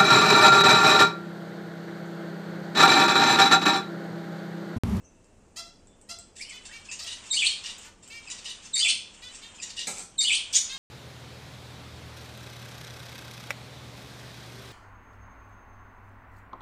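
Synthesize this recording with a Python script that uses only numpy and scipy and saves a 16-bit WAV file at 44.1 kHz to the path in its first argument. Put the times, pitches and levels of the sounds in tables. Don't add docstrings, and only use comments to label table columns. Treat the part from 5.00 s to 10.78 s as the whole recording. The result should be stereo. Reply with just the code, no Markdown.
import sys
import numpy as np
from scipy import signal
from scipy.fft import rfft, irfft, next_fast_len
from scipy.io import wavfile

SR = 44100
rng = np.random.default_rng(int(sys.argv[2]) if len(sys.argv) > 2 else 0)


def store_wav(level_fs):
    pcm = np.round(np.clip(np.atleast_2d(level_fs), -1, 1) * 32767)
    wavfile.write(sys.argv[1], SR, pcm.T.astype(np.int16))


def elevation(decibels):
    levels = np.asarray(decibels, float)
    return 10 ** (levels / 20)


N = 254898

# pitch_hz, left_minus_right_db
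LEFT_RIGHT_TILT = [(60, 6), (150, 3.5), (380, 6.5), (950, 5.5), (2380, -1.5), (5980, -4.5), (15000, 5.5)]


def at_hz(points, hz):
    table_hz, values = np.array(points).T
    return np.interp(np.log(np.maximum(hz, 1)), np.log(table_hz), values)


def in_time(rows):
    return elevation(np.interp(np.arange(N) / SR, *np.transpose(rows)))


def rms_one(x):
    return x / np.sqrt(np.mean(x ** 2) + 1e-20)


def shaped(x, gain):
    n = x.shape[-1]
    return irfft(rfft(x) * gain(np.fft.rfftfreq(n, 1 / SR)), n)


def bump(hz, centre_hz, octaves):
    return np.exp(-(np.log2(hz / centre_hz + 1e-9) / octaves) ** 2)


def wander(n, rate_hz):
    noise = rng.standard_normal(n + 512)
    return rms_one(shaped(noise, lambda f: 1 / (1 + (f / rate_hz) ** 2))[:n])


def add(track, start_s, x):
    i = round(start_s * SR)
    track[i:i + len(x)] += x[:N - i]


def with_last(rows, value):
    return [(*row, value) for row in rows]


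def ring(clicks, hz, t60_s):
    r = elevation(-60 / (t60_s * SR))
    w = 2 * np.pi * hz / SR
    return signal.lfilter([0, np.sin(w)], [1, -2 * r * np.cos(w), r * r], clicks + 1e-18)


def swell(n, rise, fall):
    u = np.arange(n) / n
    ramp = np.clip(np.minimum(u / rise, (1 - u) / fall), 0, 1)
    return np.sin(np.pi / 2 * ramp) ** 2


def voices(calls, arch, jitter, low_hz, clear_hz, closing_octaves=1):
    # pitch_hz, level_db
    nasal = [(400, -63), (700, -11), (1400, -9), (2500, -6), (5000, -7.5), (8000, -11), (12000, -11.5)]
    beak_db, beak_octaves, attack_s = 9, 0.2, 0.011

    def colour(f, top_hz):
        level_db = at_hz(nasal, f) + beak_db * bump(f, top_hz, beak_octaves)
        return elevation(level_db) * f ** 3 / (f ** 3 + low_hz ** 3)

    out = np.zeros(N)
    for start_s, length_s, hz, db, beak_hz, noisy in calls:
        n = round(length_s * SR)
        u = np.arange(n) / n
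        pitch = hz * (1 - arch * (2 * u - 1.1) ** 2 + jitter * noisy * wander(n, 146))
        phase = 2 * np.pi * np.cumsum(pitch) / SR
        k = np.arange(1, 14000 // hz + 1)[:, None]
        moving_beak = beak_hz * 2 ** (closing_octaves * (1 - 2 * u))
        strength = colour(k * pitch, moving_beak) / (1 + (k * hz / clear_hz) ** 2)
        stack = np.sum(strength * np.sin(k * phase), axis=0)
        white = rng.standard_normal(n)
        breath = shaped(white, lambda f: colour(f, beak_hz) * f ** 2 / (f ** 2 + hz ** 2))
        noisy = np.clip(noisy, 0, 1)
        voice = np.sqrt(1 - noisy) * rms_one(stack) + np.sqrt(noisy) * rms_one(breath)
        loudness = elevation(db + 4 * noisy * wander(n, 80)) * swell(n, attack_s / length_s, .35)
        add(out, start_s, loudness * voice)
    return out


def whistles(notes, shake, throb_db, third_db):
    # pitch_hz, level_db
    throat = [(3000, -33), (4500, -9), (5700, -40.5), (7500, 1.8), (9000, -2.5), (12000, 6)]
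    out = np.zeros(N)
    for start_s, length_s, first_hz, last_hz, db, over_db in notes:
        n = round(length_s * SR)
        plunge = first_hz > 1.2 * last_hz > 4000 and length_s > .032
        glide = 1 - (1 - np.arange(n) / n) ** (7 if plunge else 1)
        pitch = first_hz * (last_hz / first_hz) ** glide * (1 + shake * wander(n, 343))
        phase = 2 * np.pi * np.cumsum(pitch) / SR
        tone = np.sin(phase)
        tone += elevation(over_db + at_hz(throat, 2 * pitch)) * np.sin(2 * phase)
        tone += elevation(over_db + third_db + at_hz(throat, 3 * pitch)) * np.sin(3 * phase)
        loudness = elevation(db + throb_db * wander(n, 120)) * swell(n, .5 if plunge else .18, .08)
        add(out, start_s, loudness * tone)
    return out


def near_calls():
    # start_s, length_s, pitch_hz, level_db, beak_hz
    calls = [
        (.556, 0.058, 681.7, -39.5, 5350),
        (1.085, 0.047, 696.4, -38.5, 5500),
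        (1.985, .0785, 666.4, -42, 4570),
        (3.81, 0.049, 682.5, -38.5, 4500),
    ]
    breath_share, dip_hz, dip_db, dip_octaves = .25, 2200, -7.5, 0.36
    sound = voices(with_last(calls, breath_share), arch=0.12, jitter=0.019, low_hz=300, clear_hz=7000)
    return shaped(sound, lambda f: elevation(dip_db * bump(f, dip_hz, dip_octaves)))


def warbler():
    # start_s (after the phrase begins), length_s, first_hz, last_hz, level_db
    phrase = [
        (0, .045, 5146, 3703, -27),
        (0.027, 0.0098, 4275, 4840, -29),
        (0.034, 0.02, 2010, 2470, -38.5),
        (0.048, .027, 4670, 4150, -31),
        (0.069, .038, 2852, 3563, -21.5),
        (0.102, .036, 3450, 2216, -23),
        (0.137, .03, 2250, 3335, -22),
        (0.164, .015, 3178, 4760, -22.5),
    ]
    # start_s, level_db, stretch (times as long), rasp_db
    repeats = [
        (2.294, -2, 1.002, -0.5),
        (3.725, -0.55, 1.032, 2.6),
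        (5.174, -1, .99, 1.6),
    ]
    # start_s (after it begins), length_s, pitch_hz, level_db, beak_hz
    phrase_rasps = [
        (0.025, .071, 2027, -32.5, 4440),
        (0.043, .13, 2750, -42, 7300),
        (.148, .03, 2100, -27, 3400),
        (0.165, 0.036, 2153, -32.5, 9700),
    ]
    overtones_db, brighter_db_per_octave, rasp_breath_share = -11.5, 14, 0.97
    notes, rasps = [], []
    for start_s, more_db, stretch, rasp_db in repeats:
        for t, length_s, first_hz, last_hz, db in phrase:
            over_db = overtones_db + brighter_db_per_octave * abs(np.log2(first_hz / 3000))
            notes.append((start_s + stretch * t, stretch * length_s, first_hz, last_hz,
                          db + more_db, over_db))
        for t, length_s, hz, db, beak_hz in phrase_rasps:
            rasps.append((start_s + stretch * t, length_s, hz, db + rasp_db, beak_hz, rasp_breath_share))
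    tones = whistles(notes, shake=.012, throb_db=4, third_db=-5)
    return tones + voices(rasps, arch=0.0375, jitter=0.0305, low_hz=2100, clear_hz=11500)


def singer():
    # start_s (after the motif begins), length_s, pitch_hz, level_db, beak_hz
    motif = [
        (0, 0.03, 861, -52, 7000),
        (0.07, .036, 947, -38, 7000),
        (0.147, 0.027, 900, -41.5, 4440),
        (.217, .095, 950, -38, 3713),
        (0.393, .07, 897, -50.5, 6800),
    ]
    # start_s, level_db
    repeats = [
        (1.838, -2),
        (2.413, -4),
        (3.222, -2.5),
        (4.54, -2),
    ]
    # start_s, length_s, level_db
    lead_ins = [
        (1.35, 0.095, -49),
        (1.483, 0.025, -48),
        (1.644, 0.035, -48),
        (3.018, 0.032, -54),
        (4.129, 0.029, -53),
        (4.301, 0.076, -54),
        (4.341, .021, -44.5),
    ]
    # start_s, length_s, pitch_hz, level_db, beak_hz
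    squawk = [
        (5.524, 0.068, 3015, -26, 6300),
        (5.53, .055, 892, -30.5, 3530),
    ]
    # length_s, first_hz, last_hz, level_db, overtones_db
    slide = (.025, 2750, 2400, -45, 18)
    # length_s, first_hz, last_hz, level_db, overtones_db
    rasp_harmonic = (.022, 2950, 2880, -36, -20)
    slide_s, rasp_harmonic_s = .041, .232
    song_breath_share, squawk_breath_share = 0.733, 1
    lead_in_hz, lead_in_beak_hz = 900, 7670
    syllables, notes = [], []
    for start_s, more_db in repeats:
        for t, length_s, hz, db, beak_hz in motif:
            syllables.append((start_s + t, length_s, hz, db + more_db, beak_hz))
        for t, (length_s, first_hz, last_hz, db, over_db) in ((slide_s, slide), (rasp_harmonic_s, rasp_harmonic)):
            notes.append((start_s + t, length_s, first_hz, last_hz, db + more_db, over_db))
    for start_s, length_s, db in lead_ins:
        syllables.append((start_s, length_s, lead_in_hz, db, lead_in_beak_hz))
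    calls = with_last(syllables, song_breath_share) + with_last(squawk, squawk_breath_share)
    return voices(calls, arch=0.0379, jitter=0.046, low_hz=1930, clear_hz=4300), notes


def far_birds(song_notes):
    # start_s, length_s, pitch_hz, level_db, beak_hz
    calls = [
        (1.51, .078, 503.7, -47, 3050),
        (1.715, 0.076, 464, -47, 2470),
        (3.095, .12, 466.3, -47, 2400),
        (4.214, .0836, 499.6, -45.5, 3520),
        (4.411, 0.071, 461, -48.5, 3550),
        (5.687, .09, 540.3, -39.5, 3650),
    ]
    # start_s, length_s, pitch_hz, level_db, beak_hz
    grunts = [
        (.44, 0.025, 300, -73, 990),
        (2.84, 0.055, 300, -53.5, 1200),
    ]
    # start_s, length_s, first_hz, last_hz, level_db
    chirps = [
        (1.375, .026, 3490, 3200, -54),
        (1.395, 0.029, 1997, 2590, -44),
        (1.409, 0.025, 5660, 4430, -45.5),
        (1.425, 0.0044, 4460, 4200, -40),
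        (1.435, .052, 2825, 3080, -50),
        (1.47, 0.024, 3000, 2570, -60),
        (1.495, 0.0362, 2495, 1980, -47),
        (1.685, 0.038, 1533, 2027, -49),
        (1.9, 0.054, 2460, 2956, -46.5),
    ]
    # start_s, length_s, first_hz, last_hz, level_db
    peeps = [
        (.03, 0.034, 5420, 6690, -65),
        (.86, .11, 3500, 3500, -73.5),
        (5.547, .025, 6300, 6990, -24.5),
    ]
    sound = voices(with_last(calls, .05), arch=.06, jitter=.015, low_hz=1800, clear_hz=4500,
                   closing_octaves=.1)
    sound += voices(with_last(grunts, 0.37), arch=0.063, jitter=0.017, low_hz=694, clear_hz=1490)
    notes = with_last(chirps, -8) + with_last(peeps, -28) + song_notes
    return sound + whistles(notes, shake=.022, throb_db=5.0, third_db=-27.5)


def husks():
    # start_s, peak_db, ring_hz, snap_db
    ticks = [
        (0.243, -58, 8000, -3),
        (0.6675, -49, 8000, -3),
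        (0.871, -52, 8000, -6),
        (1.0132, -48, 8000, -16),
        (1.1865, -39, 8000, 1),
        (2.782, -42, 8000, 8),
        (3.076, -43.5, 8000, 4),
        (3.2905, -50, 8000, 7),
    ]
    out = np.zeros(N)
    for start_s, db, hz, snap_db in ticks:
        crack = rng.standard_normal(600) * np.exp(-np.arange(600) / 60.0)
        snap = elevation(snap_db) * np.diff(crack, prepend=0)
        add(out, start_s, elevation(db - 4.5) * (ring(crack, hz, 0.0029) + snap))
    return out


def perch():
    # pitch_hz, level_db, t60_s
    modes = [(174, -13.5, 0.42), (437.7, -15.5, 0.033), (800, -6, 0.016), (1326, -3.5, 0.028),
             (2400, -1.5, 0.017), (4200, 2.5, 0.0012), (6300, 0, 0.0044), (8000, 8, 0.0029),
             (10630, -2, 0.00435), (13730, -9, 0.0057)]
    start_s, level_db, shower_t60_s = 4.869, -42.5, 0.21
    t = np.arange(SR // 3) / SR
    rebound = 0.19 * np.exp(-((t - .128) / 0.036) ** 2)
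    shower = elevation(-60 * t / shower_t60_s) + rebound
    shower *= np.clip((.2 - t) / 0.043, .03, 1)
    sizes = elevation(2.5 * rng.exponential(1, t.size)) * shower
    clatter = 0
    for hz, db, t60_s in modes:
        hits = rng.random(t.size) < 3000 / SR
        clicks = sizes * hits * rng.standard_normal(t.size)
        clatter = clatter + elevation(db) * rms_one(ring(clicks, hz, t60_s))
    track = np.zeros(N)
    add(track, start_s, elevation(level_db) * rms_one(clatter))
    return track


def heard(x, wet_db, lag_s, pan_db, treble_db):
    # pitch_hz, t60_s
    room_t60 = [(500, 0.43), (3000, 0.38), (8000, 0.47), (14000, 0.078)]
    # pitch_hz, level_db
    ports_colour = [(60, -24), (200, 5), (1600, 2), (2500, 0.87), (9100, 4.5), (9900, -10.5), (15000, -16)]
    early_db, early_t60_s = 15, 0.027
    t = np.arange(SR // 2) / SR
    white = rng.standard_normal((2, t.size))
    tail = 0
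    for low in 100 * 2. ** np.arange(0, 8):
        band = shaped(white, lambda f: (f >= low) & (f < 2 * low))
        late = elevation(-60 * t / at_hz(room_t60, 1.53 * low))
        tail = tail + band * (late + elevation(early_db - 60 * t / early_t60_s))
    tail = tail * np.clip(t / 0.0063 - .3, 0, 1)
    echo = elevation(wet_db) * tail / np.sqrt(np.sum(tail ** 2) / 2)
    size = next_fast_len(N + t.size)
    f = np.fft.rfftfreq(size, 1 / SR)
    side = np.array([[1], [-1]])
    delay_s = 0.000935 + side * lag_s / 2
    direct = elevation(side * pan_db / 2) * np.exp(-2j * np.pi * f * delay_s)
    treble = treble_db * np.clip(f / 1000 - 9.3, 0, 1)
    ports = elevation(at_hz(ports_colour, f) + treble + side * at_hz(LEFT_RIGHT_TILT, f) / 2)
    return irfft(rfft(x, size) * (direct + rfft(echo, size)) * ports, size)[:, :N]


def bed(colour):
    # pitch_hz, left_right_likeness (0-1)
    likeness = [(60, 0.4), (240, 0.79), (950, 0.046), (3770, 0.047), (15000, 0.076)]
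    mid, side = rng.standard_normal((2, N))
    alike = lambda f: np.clip(at_hz(likeness, f), -1, 1)
    common = shaped(mid, lambda f: np.sqrt(1 + alike(f)))
    apart = shaped(side, lambda f: np.sqrt(1 - alike(f)))
    both = np.array([common + apart, common - apart])
    half = np.array([[.5], [-.5]])
    return rms_one(shaped(both, lambda f: elevation(at_hz(colour, f) + half * at_hz(LEFT_RIGHT_TILT, f))))


def far_chatter():
    # time_s, level_db
    liveliness = [(.5, -78), (1.41, -66.5), (1.53, -54), (2.38, -47), (2.53, -48), (2.86, -48.5),
                  (2.96, -68.5), (3.09, -54), (3.31, -49), (3.78, -52), (3.91, -53), (4.04, -55),
                  (4.41, -49.5), (4.8, -51), (5.05, -73), (5.22, -50), (5.38, -47), (5.78, -46)]
    # pitch_hz, level_db (per Hz)
    chatter_colour = [(500, -11.5), (1000, -3.5), (1900, -6), (3130, 1.5), (4500, -23), (7300, -3.5),
                      (9200, -9), (10000, -43), (15500, -49.5)]
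    fade_in = np.clip(5 * (np.arange(N) / SR - .55), 0, 1)
    return in_time(liveliness) * elevation(1.5 * wander(N, 20)) * fade_in * bed(chatter_colour)


def cricket():
    # time_s, level_db
    loudness = [(0, -74), (.05, -71), (.25, -74), (.55, -78), (1.0, -84), (5.78, -84)]
    chirr = rms_one(ring(rng.standard_normal((2, N)), 2680, 0.021))
    return in_time(loudness) * elevation(1.2 * wander(N, 60)) * chirr


def room_air():
    # pitch_hz, level_db (per Hz)
    air_colour = [(12, -35), (22, -4), (53, -15), (87, -9.5), (140, -20), (196, -12.5), (282, -18),
                  (500, -20), (1630, -32), (4500, -41.5), (7500, -32.5), (9300, -39), (10500, -50),
                  (15500, -60)]
    return elevation(-59.5 + 3.5) * bed(air_colour)


def scene():
    song, song_notes = singer()
    near = near_calls() + husks() + perch()
    birds = heard(near, wet_db=0.5, lag_s=0.000426, pan_db=0.0, treble_db=9.0)
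    birds += heard(warbler(), wet_db=0.5, lag_s=0.000467, pan_db=-2.0, treble_db=-12.0)
    birds += heard(song, wet_db=2.0, lag_s=0.000384, pan_db=-4.5, treble_db=-1.5)
    birds += heard(far_birds(song_notes), wet_db=0.5, lag_s=0.000432, pan_db=-2.5, treble_db=11.0)
    return birds + far_chatter() + cricket() + room_air()


def thinned(x):
    # pitch_hz, share (0-1)
    emptied = [(900, 0), (1500, .1), (3500, .08), (7000, .03), (8900, .05), (9500, .6), (10000, .72),
               (14600, .74), (15400, 1)]
    f, _, z = signal.stft(x, SR, nperseg=2048, noverlap=1024)
    power = np.mean(np.abs(z) ** 2, axis=0) + 1e-20
    loudest = power[40:].max(0)
    edges = np.geomspace(900, 15400, 100)
    for low, high in zip(edges, np.append(edges[1:], SR)):
        band = (f >= low) & (f < high)
        depth_db = 10 * np.log10(power[band].mean(0) / loudest)
        depth_db = depth_db + 16 * rng.standard_normal(z.shape[-1])
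        share = min(at_hz(emptied, low), 1)
        z[:, band] *= depth_db > np.quantile(depth_db, share)
    return signal.istft(z, SR, nperseg=2048, noverlap=1024)[1][:, :N]


def low_pass(x):
    return signal.sosfilt(signal.butter(12, 15660, fs=SR, output="sos"), x)


def record(dry):
    mix = thinned(dry)
    return low_pass(mix)


dry = scene()
out = record(dry)
store_wav(out)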